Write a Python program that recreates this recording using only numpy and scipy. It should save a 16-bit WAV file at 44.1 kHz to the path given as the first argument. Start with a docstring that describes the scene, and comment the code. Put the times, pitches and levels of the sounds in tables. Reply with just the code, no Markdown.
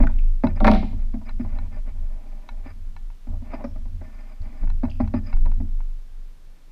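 """Dull bumps and a low rumble, then a loud clatter: steel spring clamps with plastic tips are being fitted
onto a curved plastic shell on a kitchen counter. One clamp is put down and topples, ringing shell and
counter; the next knocks and scrapes against the rim, its handles clinking. The counter carries the bumps
to a camera on a boom, which sways, rumbles and ticks over the faint hiss of the room."""
import sys
import numpy as np
from scipy import signal
from scipy.fft import rfft, irfft, next_fast_len
from scipy.io import wavfile
from scipy.ndimage import uniform_filter1d

SR = 44100
rng = np.random.default_rng(int(sys.argv[2]) if len(sys.argv) > 2 else 0)


def bounce(signal):
    """Save signal as a 16-bit WAV file at the path given by the first command-line argument."""
    frames = np.transpose(np.atleast_2d(signal))
    limited = np.clip(frames, -1, 1)
    pcm = np.round(limited * 32767).astype(np.int16)
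    wavfile.write(sys.argv[1], SR, pcm)


N = 295949
TIME = np.arange(N) / SR
HIT_TIME = TIME[:SR // 2]

# The counter's low modes. Each row: pitch in Hz, level in dB, 60 dB decay time in seconds.
COUNTER_MODES = [(44, 3.5, 0.14), (57, 0.5, 0.39), (79.2, -0.5, .5), (90.9, -4, 0.76), (138, -14, 0.5)]
# The midrange clack of a clamp making contact. Each row: frequency in Hz, level in dB.
CLACK_SPECTRUM = [(300, -17.5), (800, -1.5), (1200, -2), (1650, -8.5), (2100, -7), (2500, -12.5),
                  (2900, -37.5), (4000, -24.5), (8000, -56.5), (14000, -73)]
# The bright crack of a hard contact. Each row: frequency in Hz, level in dB.
CRACK_SPECTRUM = [(1200, -16.5), (2800, 2), (3300, 2.5), (4000, 2.5), (4800, -6.5), (6000, -14.5),
                  (7400, -23), (8500, -25.5), (10400, -22), (14500, -30.5)]
# The thin squeal of friction. Each row: pitch in Hz, width in Hz, level in dB.
SQUEAL_PEAKS = [(4930, 85, 0)]


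def amp(db):
    """Decibels to gain."""
    return 10 ** (np.asarray(db) / 20)


def unit(x):
    """Scales to rms 1."""
    return x / np.sqrt(np.mean(x ** 2) + 1e-20)


def unit_hit(x):
    """Scales a hit to rms 1 over its first 30 ms."""
    return x / np.sqrt(np.mean(x[:round(.03 * SR)] ** 2) + 1e-20)


def curve_at(points, hz):
    """Reads a curve on a log-frequency axis."""
    point_hz, value = np.transpose(points)
    return np.interp(np.log(hz + 1), np.log(point_hz), value)


def add(mix, start, sound):
    """Mixes a sound in at a start time in seconds."""
    part = mix[max(round(start * SR), 0):][:len(sound)]
    part += sound[:len(part)]


def noise(spectrum):
    """Steady noise of a given colour."""
    size = next_fast_len(N)
    gain = amp(curve_at(spectrum, np.fft.rfftfreq(size, 1 / SR)))
    return unit(irfft(rfft(rng.standard_normal(size)) * gain, size)[:N])


def colour(x, spectrum, size=2048):
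    """Minimum-phase EQ, so that attacks stay sharp."""
    log_gain = np.log(amp(curve_at(spectrum, abs(np.fft.fftfreq(size, 1 / SR)))))
    taps = np.fft.ifft(np.exp(np.conj(signal.hilbert(log_gain)))).real
    return signal.fftconvolve(x, taps)[:len(x)]


def resonate(x, peaks):
    """Parallel resonances, each applied twice for dark valleys."""
    out = np.zeros(len(x))
    for hz, width, db in peaks:
        b, a = signal.iirpeak(hz, hz / (2 * width), SR)
        out += amp(db) * signal.lfilter(b, a, signal.lfilter(b, a, x))
    return out


def ring(modes, swell_cycles, scatter_db, detune=0):
    """Struck modes build up and die; grip and point of contact shift them a little on each hit."""
    hz, db, t60 = np.transpose(modes)[:, :, None]
    weight, shift = rng.standard_normal((len(modes), 2)).T[:, :, None]
    attack = 1 - np.exp(-(HIT_TIME * hz / swell_cycles) ** 2)
    decay = amp(db + scatter_db * weight - 60 * HIT_TIME / t60)
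    tones = np.sin(2 * np.pi * hz * (1 + detune * shift) * HIT_TIME)
    return unit_hit((attack * decay * tones).sum(0))


def burst(length_s, tail_db, tail_s, shape=1):
    """Chattering contact: a short burst of noise and a weaker, longer rattle."""
    envelope = np.exp(-(HIT_TIME / length_s) ** shape) + amp(tail_db) * np.exp(-HIT_TIME / tail_s)
    return rng.standard_normal(len(HIT_TIME)) * envelope


def flicker(depth_db, samples):
    """A random gain, smoothed over some samples."""
    return amp(depth_db * unit(uniform_filter1d(rng.standard_normal(N), size=samples)))


def wobble(hz, wander=0.069):
    """A low mode whose pitch drifts, as under a shifting load on the counter."""
    knots = np.linspace(0, TIME[-1], num=40)
    drift = np.interp(TIME, knots, rng.standard_normal(len(knots)))
    return np.sin(2 * np.pi * np.cumsum(hz * (1 + wander * drift)) / SR)


def push(start, hold_s, fall_db_per_s, rise_s=0.013):
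    """A quick rise, held while the hand pushes, then a steady dying away."""
    rise = np.clip((TIME - start) / rise_s, 0, 1)
    return rise * amp(-fall_db_per_s * np.maximum(TIME - start - hold_s, 0))


def room_hiss(level_db=-59):
    """A faint, steady bed of room tone."""
    # The colour of the hiss. Each row: frequency in Hz, level in dB.
    hiss_spectrum = [(100, 0), (250, -7), (400, -11.5), (600, -13.5), (1000, -16), (2000, -19.5),
                     (4000, -22.5), (6000, -25.5), (8000, -28.5), (12000, -31.5), (13700, -30.5),
                     (15000, -35)]
    return amp(level_db) * noise(hiss_spectrum)


def room_reverb(x, delay_s=0.012, build_s=.012):
    """The kitchen answers with a diffuse tail whose bands die at their own speed."""
    # The room's decay. Each row: frequency in Hz, 60 dB decay time in seconds.
    decay_times = [(150, 1), (600, 0.67), (1500, 0.56), (4000, 0.46), (8000, 0.5), (14000, 0.67)]
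    hz, t, bands = signal.stft(rng.standard_normal(SR), SR, nperseg=256)
    decay = amp(-60 * t / curve_at(decay_times, hz)[:, None])
    tail = signal.istft(bands * decay, SR, nperseg=256)[1][:SR]
    tail *= np.clip((TIME[:SR] - delay_s) / build_s, 0, 1)
    return signal.oaconvolve(x, tail / np.linalg.norm(tail))[:N]


def boom_sway(sway_hz=23, beat_hz=3, twist_hz=33):
    """Each jolt leaves the boom swaying in two directions that beat; twist and rumble die much sooner."""
    # Hands jolt the counter. Each row: start and push length in seconds, sway and rumble in dB.
    jolts = [(0, 0.011, -9.5, -16), (0.595, 0.19, -16, -27.5), (0.938, 0.063, -37, -30),
             (1.317, 0.43, -24.5, -35), (1.863, 0.19, -25, -37.5), (2.503, 0.52, -30, -43.5),
             (3.28, 0.065, -24.5, -30.5), (3.71, 0.31, -30, -36), (4.395, 0.034, -25, -34),
             (4.609, 0.044, -18.5, -26.5), (4.99, .12, -28, -32), (5.333, 0.098, -14.5, -27),
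             (5.571, 0.044, -32, -29.5)]
    # The boom's rumble. Each row: frequency in Hz, level in dB.
    rumble_spectrum = [(25, -6), (42, 3), (58, 1), (70, -3), (84, 9), (96, -10.5), (112, -26.5),
                       (142, -22.5), (170, -22), (220, -14), (320, -34.5), (1500, -100)]
    sway_power, rumble_power = np.zeros((2, N))
    for start, hold_s, sway_db, rumble_db in jolts:
        sway_power += (amp(sway_db) * push(start, hold_s, fall_db_per_s=24)) ** 2
        rumble_power += (amp(rumble_db) * push(start, hold_s, fall_db_per_s=97)) ** 2
    rumble_power += amp(-26.5) ** 2 * sway_power  # the swaying arm rumbles a little by itself
    sway = unit(wobble(sway_hz) + amp(-6) * wobble(sway_hz + beat_hz))
    shudder = noise(rumble_spectrum) + amp(-3) * unit(wobble(twist_hz))
    return sway * np.sqrt(sway_power) + shudder * np.sqrt(rumble_power)


def mount_ticks():
    """One joint of the camera mount slips as the boom flexes, so all its ticks share their modes."""
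    # The joint's slips. Each row: start in seconds, level in dB, relative brightness in dB.
    slips = [(0.4695, -38, -7.5), (1.292, -48, -3), (1.586, -48.5, -5.5), (2.489, -45.5, -2.5),
             (2.964, -51.5, -7.5), (3.101, -59.5, -20), (4.673, -53.5, -22), (4.700, -50.5, -5.5),
             (4.851, -47, -11.5), (5.075, -51.5, -6.5), (5.328, -44.5, -14.5), (5.367, -54, -18.5),
             (5.456, -51.5, -8.5), (5.516, -52.5, -11), (5.804, -54, -16)]
    # The mount's body and top end. Each row: pitch in Hz, level in dB, 60 dB decay time in seconds.
    body_modes = [(794, -6.5, 0.096), (932, 10.5, 0.019), (1064, -16, 0.075), (1446, -2.5, 0.039),
                  (1780, -10.5, 0.069), (2220, -10.5, 0.06), (2180, -11.5, 0.02), (2597, -10, 0.041)]
    top_modes = [(4015, 13.5, 0.024), (3300, -34, .02), (5860, 8, 0.01)]
    out = np.zeros(N)
    for start, db, bright_db in slips:
        body = ring(body_modes, swell_cycles=1.1, scatter_db=1.5, detune=.008)
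        top = amp(-9) * ring(top_modes, swell_cycles=6, scatter_db=4, detune=.012)
        contact = burst(length_s=.003, tail_db=-17, tail_s=.012)
        edge = amp(-12.5) * unit_hit(colour(contact, CRACK_SPECTRUM))
        add(out, start, amp(db) * (body + amp(bright_db) * (top + edge)))
    return out


def shell_sliding(slips_per_s=2500, grain_db=3.0, fade_s=0.033, ends_db=-6):
    """Dense little slips drive resonances as the shell is pushed along: drag, scrape and squeal."""
    # Hand strokes. Each row: start and end in seconds, then drag, scrape and squeal levels in dB.
    strokes = [(0, 0.027, -33, -43.5, -75), (0.489, 0.514, -43, -47.5, -57),
               (0.566, 0.583, -36, -45.5, -55.5), (0.98, 1.044, -56, -61, -85),
               (1.263, 1.313, -47, -51.5, -57), (1.4, 1.421, -58, -51, -62),
               (1.435, 1.678, -47.5, -60, -76.5), (1.714, 1.798, -47.5, -57, -76),
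               (1.86, 1.911, -44.5, -57.5, -76), (1.95, 2.667, -53.5, -67.5, -89),
               (2.645, 2.72, -49, -51, -63.5), (3.27, 3.39, -50.5, -83, -88),
               (3.438, 3.52, -50, -60.5, -82), (3.512, 3.57, -40.5, -46.5, -61),
               (3.58, 3.634, -38.5, -56.5, -84), (4.004, 4.38, -54.5, -61.5, -76),
               (4.4, 4.66, -52.5, -61, -74.5), (5.027, 5.058, -45, -52.5, -76),
               (5.148, 5.193, -55, -48, -62), (5.243, 5.345, -50.5, -54.5, -65)]
    # Resonances of the low drag and higher scrape. Each row: pitch in Hz, width in Hz, level in dB.
    drag_peaks = [(230, 32.6, 5), (265.5, 11, -1), (363, 29, -8.5), (616.6, 21, -3), (653, 63, -6),
                  (793, 24.5, -3), (978, 25, -7.5), (1160, 66, -15)]
    scrape_peaks = [(1240, 94, 5.5), (1403, 83, 3), (1780, 13, 11), (2080, 98, -8.5), (2118, 79, 1),
                    (2276, 150, 4), (2463, 92, -12.5)]
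    forces = np.zeros((3, N))
    for start, end, *levels in strokes:
        t = np.arange(0, max(end - start, 0) + fade_s, 1 / SR)
        fade = np.clip(np.minimum(t, t[-1] - t) / fade_s, 0, 1)
        speed = amp(ends_db * (2 * t / t[-1] - 1) ** 2)  # fastest in mid-stroke
        for force, db in zip(forces, levels):
            add(force, start - fade_s / 2, amp(db) * fade * speed)
    forces[-1] *= unit(flicker(depth_db=6.5, samples=600))  # the squeal catches only in fits
    slips = (rng.random(N) < slips_per_s / SR) * rng.choice([-1, 1], N)
    weights = amp(grain_db * np.minimum(rng.exponential(1, N), 4))
    friction = slips * weights * flicker(depth_db=2, samples=700)
    layers = zip(forces, (drag_peaks, scrape_peaks, SQUEAL_PEAKS))
    return sum(force * unit(resonate(friction, peaks)) for force, peaks in layers)


def handle_clinks():
    """Steel handles and spring touch: a tick in one broad resonance, then a ring the fingers damp."""
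    # Light touches. Each row: start in seconds, level in dB, pitch in Hz, ring time in seconds.
    touches = [(0.07, -40, 1435, 0.01), (0.186, -57, 2450, .02), (3.642, -67, 5400, .06),
               (4.418, -71.5, 4430, 0.0089), (4.898, -62, 2940, .03), (4.904, -65.5, 4860, 0.029),
               (4.914, -59.5, 2580, .03)]
    out = np.zeros(N)
    for start, db, hz, ring_s in touches:
        tick = resonate(burst(length_s=.003, tail_db=-21, tail_s=.016), [(hz, .17 * hz, 0)])
        ringing = resonate(burst(length_s=.003, tail_db=-10, tail_s=ring_s), [(hz, 190, 0)])
        add(out, start, amp(db) * (unit_hit(tick) + amp(-1) * unit_hit(ringing)))
    return out


def clamp_knocks():
    """Clamps knock dully against shell and counter as they are handled, settle or are picked up."""
    # Dull knocks. Each row: start in seconds, thud level in dB, rap relative to thud in dB.
    knocks = [(0.001, -21.5, -11.5), (0.033, -26.5, -7.5), (0.093, -48.5, 1), (0.435, -16, -9),
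              (0.8255, -30.5, -8), (0.927, -40, -14), (1.138, -30, -16.5), (1.212, -47, -6.5),
              (1.395, -26, -22), (1.445, -44.5, -3), (2.657, -43.5, -6), (3.268, -43, -11.5),
              (3.418, -41.5, -15.5), (3.533, -37.5, 1), (3.64, -31, -4), (3.757, -45, -6), (3.853, -50, -8),
              (4.011, -46, -3), (4.628, -45.5, -3.5), (4.831, -21.5, -13.5), (4.879, -47.5, -1.5),
              (4.999, -20.5, -10.5), (5.137, -21, -11.5), (5.458, -48.5, 4), (5.6, -33, -17.5)]
    # The dull thud and hollow rap. Each row: pitch in Hz, level in dB, 60 dB decay time in seconds.
    thud_modes = [(243.2, 13, 0.052), (263.7, -12.5, 0.15), (214.7, -19.5, 0.27), (175.3, -21.5, 0.16),
                  (350.8, -31, 0.2)]
    rap_modes = [(338, -5, .11), (382.6, -3.5, 0.08), (592.5, 2.5, 0.077), (639, -4.5, 0.098),
                 (653.6, -6.5, 0.15), (824.5, -11.5, 0.16), (825.3, -7.5, 0.12), (945, -3.5, 0.075),
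                 (1114, -14.5, .06)]
    out = np.zeros(N)
    for start, thud_db, hardness_db in knocks:
        thud = ring(thud_modes, swell_cycles=4.88, scatter_db=3.0, detune=0.011)
        counter = ring(COUNTER_MODES, swell_cycles=1.52, scatter_db=3.5, detune=0.049)
        add(out, start, amp(thud_db) * (thud + amp(-11.5) * counter))
        rap = ring(rap_modes, swell_cycles=2.0, scatter_db=3.5, detune=0.027)
        contact = burst(length_s=0.0055, tail_db=-15.5, tail_s=.018)
        contact *= 1 - np.exp(-HIT_TIME / 0.004)  # softened attack
        chatter = unit_hit(colour(contact, CLACK_SPECTRUM))
        squeal = amp(-28) * unit_hit(resonate(contact, SQUEAL_PEAKS))
        add(out, start, amp(thud_db + hardness_db) * (rap + amp(-9.5) * (chatter + squeal)))
    return out


def clamp_clatter():
    """Hard blows ring the whole shell and the counter; the steel jaws clack, crack and ring faintly."""
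    # A clamp is put down, topples and rebounds. Each row: start in seconds, then booming, shell,
    # clack and crack levels in dB, and clack length in seconds.
    blows = [(0.6028, -23.5, -27.5, -46.5, -52, 0.016), (0.6443, -19.5, -19, -23, -43, 0.014),
             (0.6688, -43, -24.5, -29.5, -39, 0.0034), (0.6763, -20, -16.5, -21, -42, 0.0083),
             (0.714, -24.5, -24.5, -36.5, -40, .005), (0.735, -25.5, -31.5, -40.5, -46.5, 0.0074),
             (0.747, -35.5, -38, -36.5, -46, 0.017)]
    # The low booming, the shell's ring and the steel's shimmer.
    # Each row: pitch in Hz, level in dB, 60 dB decay time in seconds.
    booming_modes = [(140, -20, .6), (185, -11, .35), (215, 1, .32), (249, -7, .33), (280, -8, .23),
                     (334, -12, .18), (377, -14, .14)]
    shell_modes = [(414, -8.5, 0.12), (461, -10.5, 0.23), (602.8, 0.5, 0.2), (664, -3, 0.15),
                   (763, -5.5, 0.28), (824, -16, 0.06), (760, -13.5, 0.14), (934, -3.5, 0.1),
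                   (1140, -11, .1), (1152, -19, .09), (1370, -6, 0.054), (2170, -20.5, .08)]
    steel_modes = [(3900, 0, .025), (4500, -22, .6), (5650, -8, .08), (5750, -27, .9), (7200, -34, 1.3),
                   (7400, -33, 1.3), (10250, -17, .2), (10700, -28, .6), (12850, -17, .1)]
    out = np.zeros(N)
    for start, booming_db, shell_db, clack_db, crack_db, clack_s in blows:
        booming = ring(booming_modes, swell_cycles=3.6, scatter_db=0.5)
        counter = ring(COUNTER_MODES, swell_cycles=1.5, scatter_db=2.5, detune=0.024)
        add(out, start, amp(booming_db) * (booming + amp(-10.5) * counter))
        add(out, start, amp(shell_db) * ring(shell_modes, swell_cycles=1.8, scatter_db=1.2))
        clack = burst(clack_s, tail_db=-25, tail_s=0.02, shape=1.1)
        clack *= 1 - np.exp(-HIT_TIME / 0.0011)
        add(out, start, amp(clack_db) * unit_hit(colour(clack, CLACK_SPECTRUM)))
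        crack = colour(burst(length_s=.0038, tail_db=-15, tail_s=.022, shape=2), CRACK_SPECTRUM)
        steel = ring(steel_modes, swell_cycles=2, scatter_db=3, detune=.014)
        add(out, start, amp(crack_db) * (unit_hit(crack) + amp(-21) * steel))
    return out


def scene():
    """Low knocks travel mostly through the counter and stay nearly dry; bright steel fills the room."""
    knocks = clamp_knocks()
    clamps = clamp_clatter() + handle_clinks()
    bright = signal.lfilter(*signal.butter(2, [2400, 5800], "band", fs=SR), clamps)
    reverb_send = amp(-21.5) * knocks + amp(-21) * clamps + amp(-5) * bright
    direct = knocks + clamps + mount_ticks() + shell_sliding()
    return (direct + room_reverb(reverb_send) + boom_sway() + room_hiss())[None]


def record(dry, ceiling=.95, cutoff_hz=15000):
    """The camera rounds off the highest peaks and limits the band."""
    rounded = dry / (1 + (dry / ceiling) ** 8) ** (1 / 8)
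    lowpass = signal.firwin(255, cutoff_hz, window=("kaiser", 9), fs=SR)
    return signal.oaconvolve(rounded, lowpass[None], "same")


dry = scene()
out = record(dry)
bounce(out)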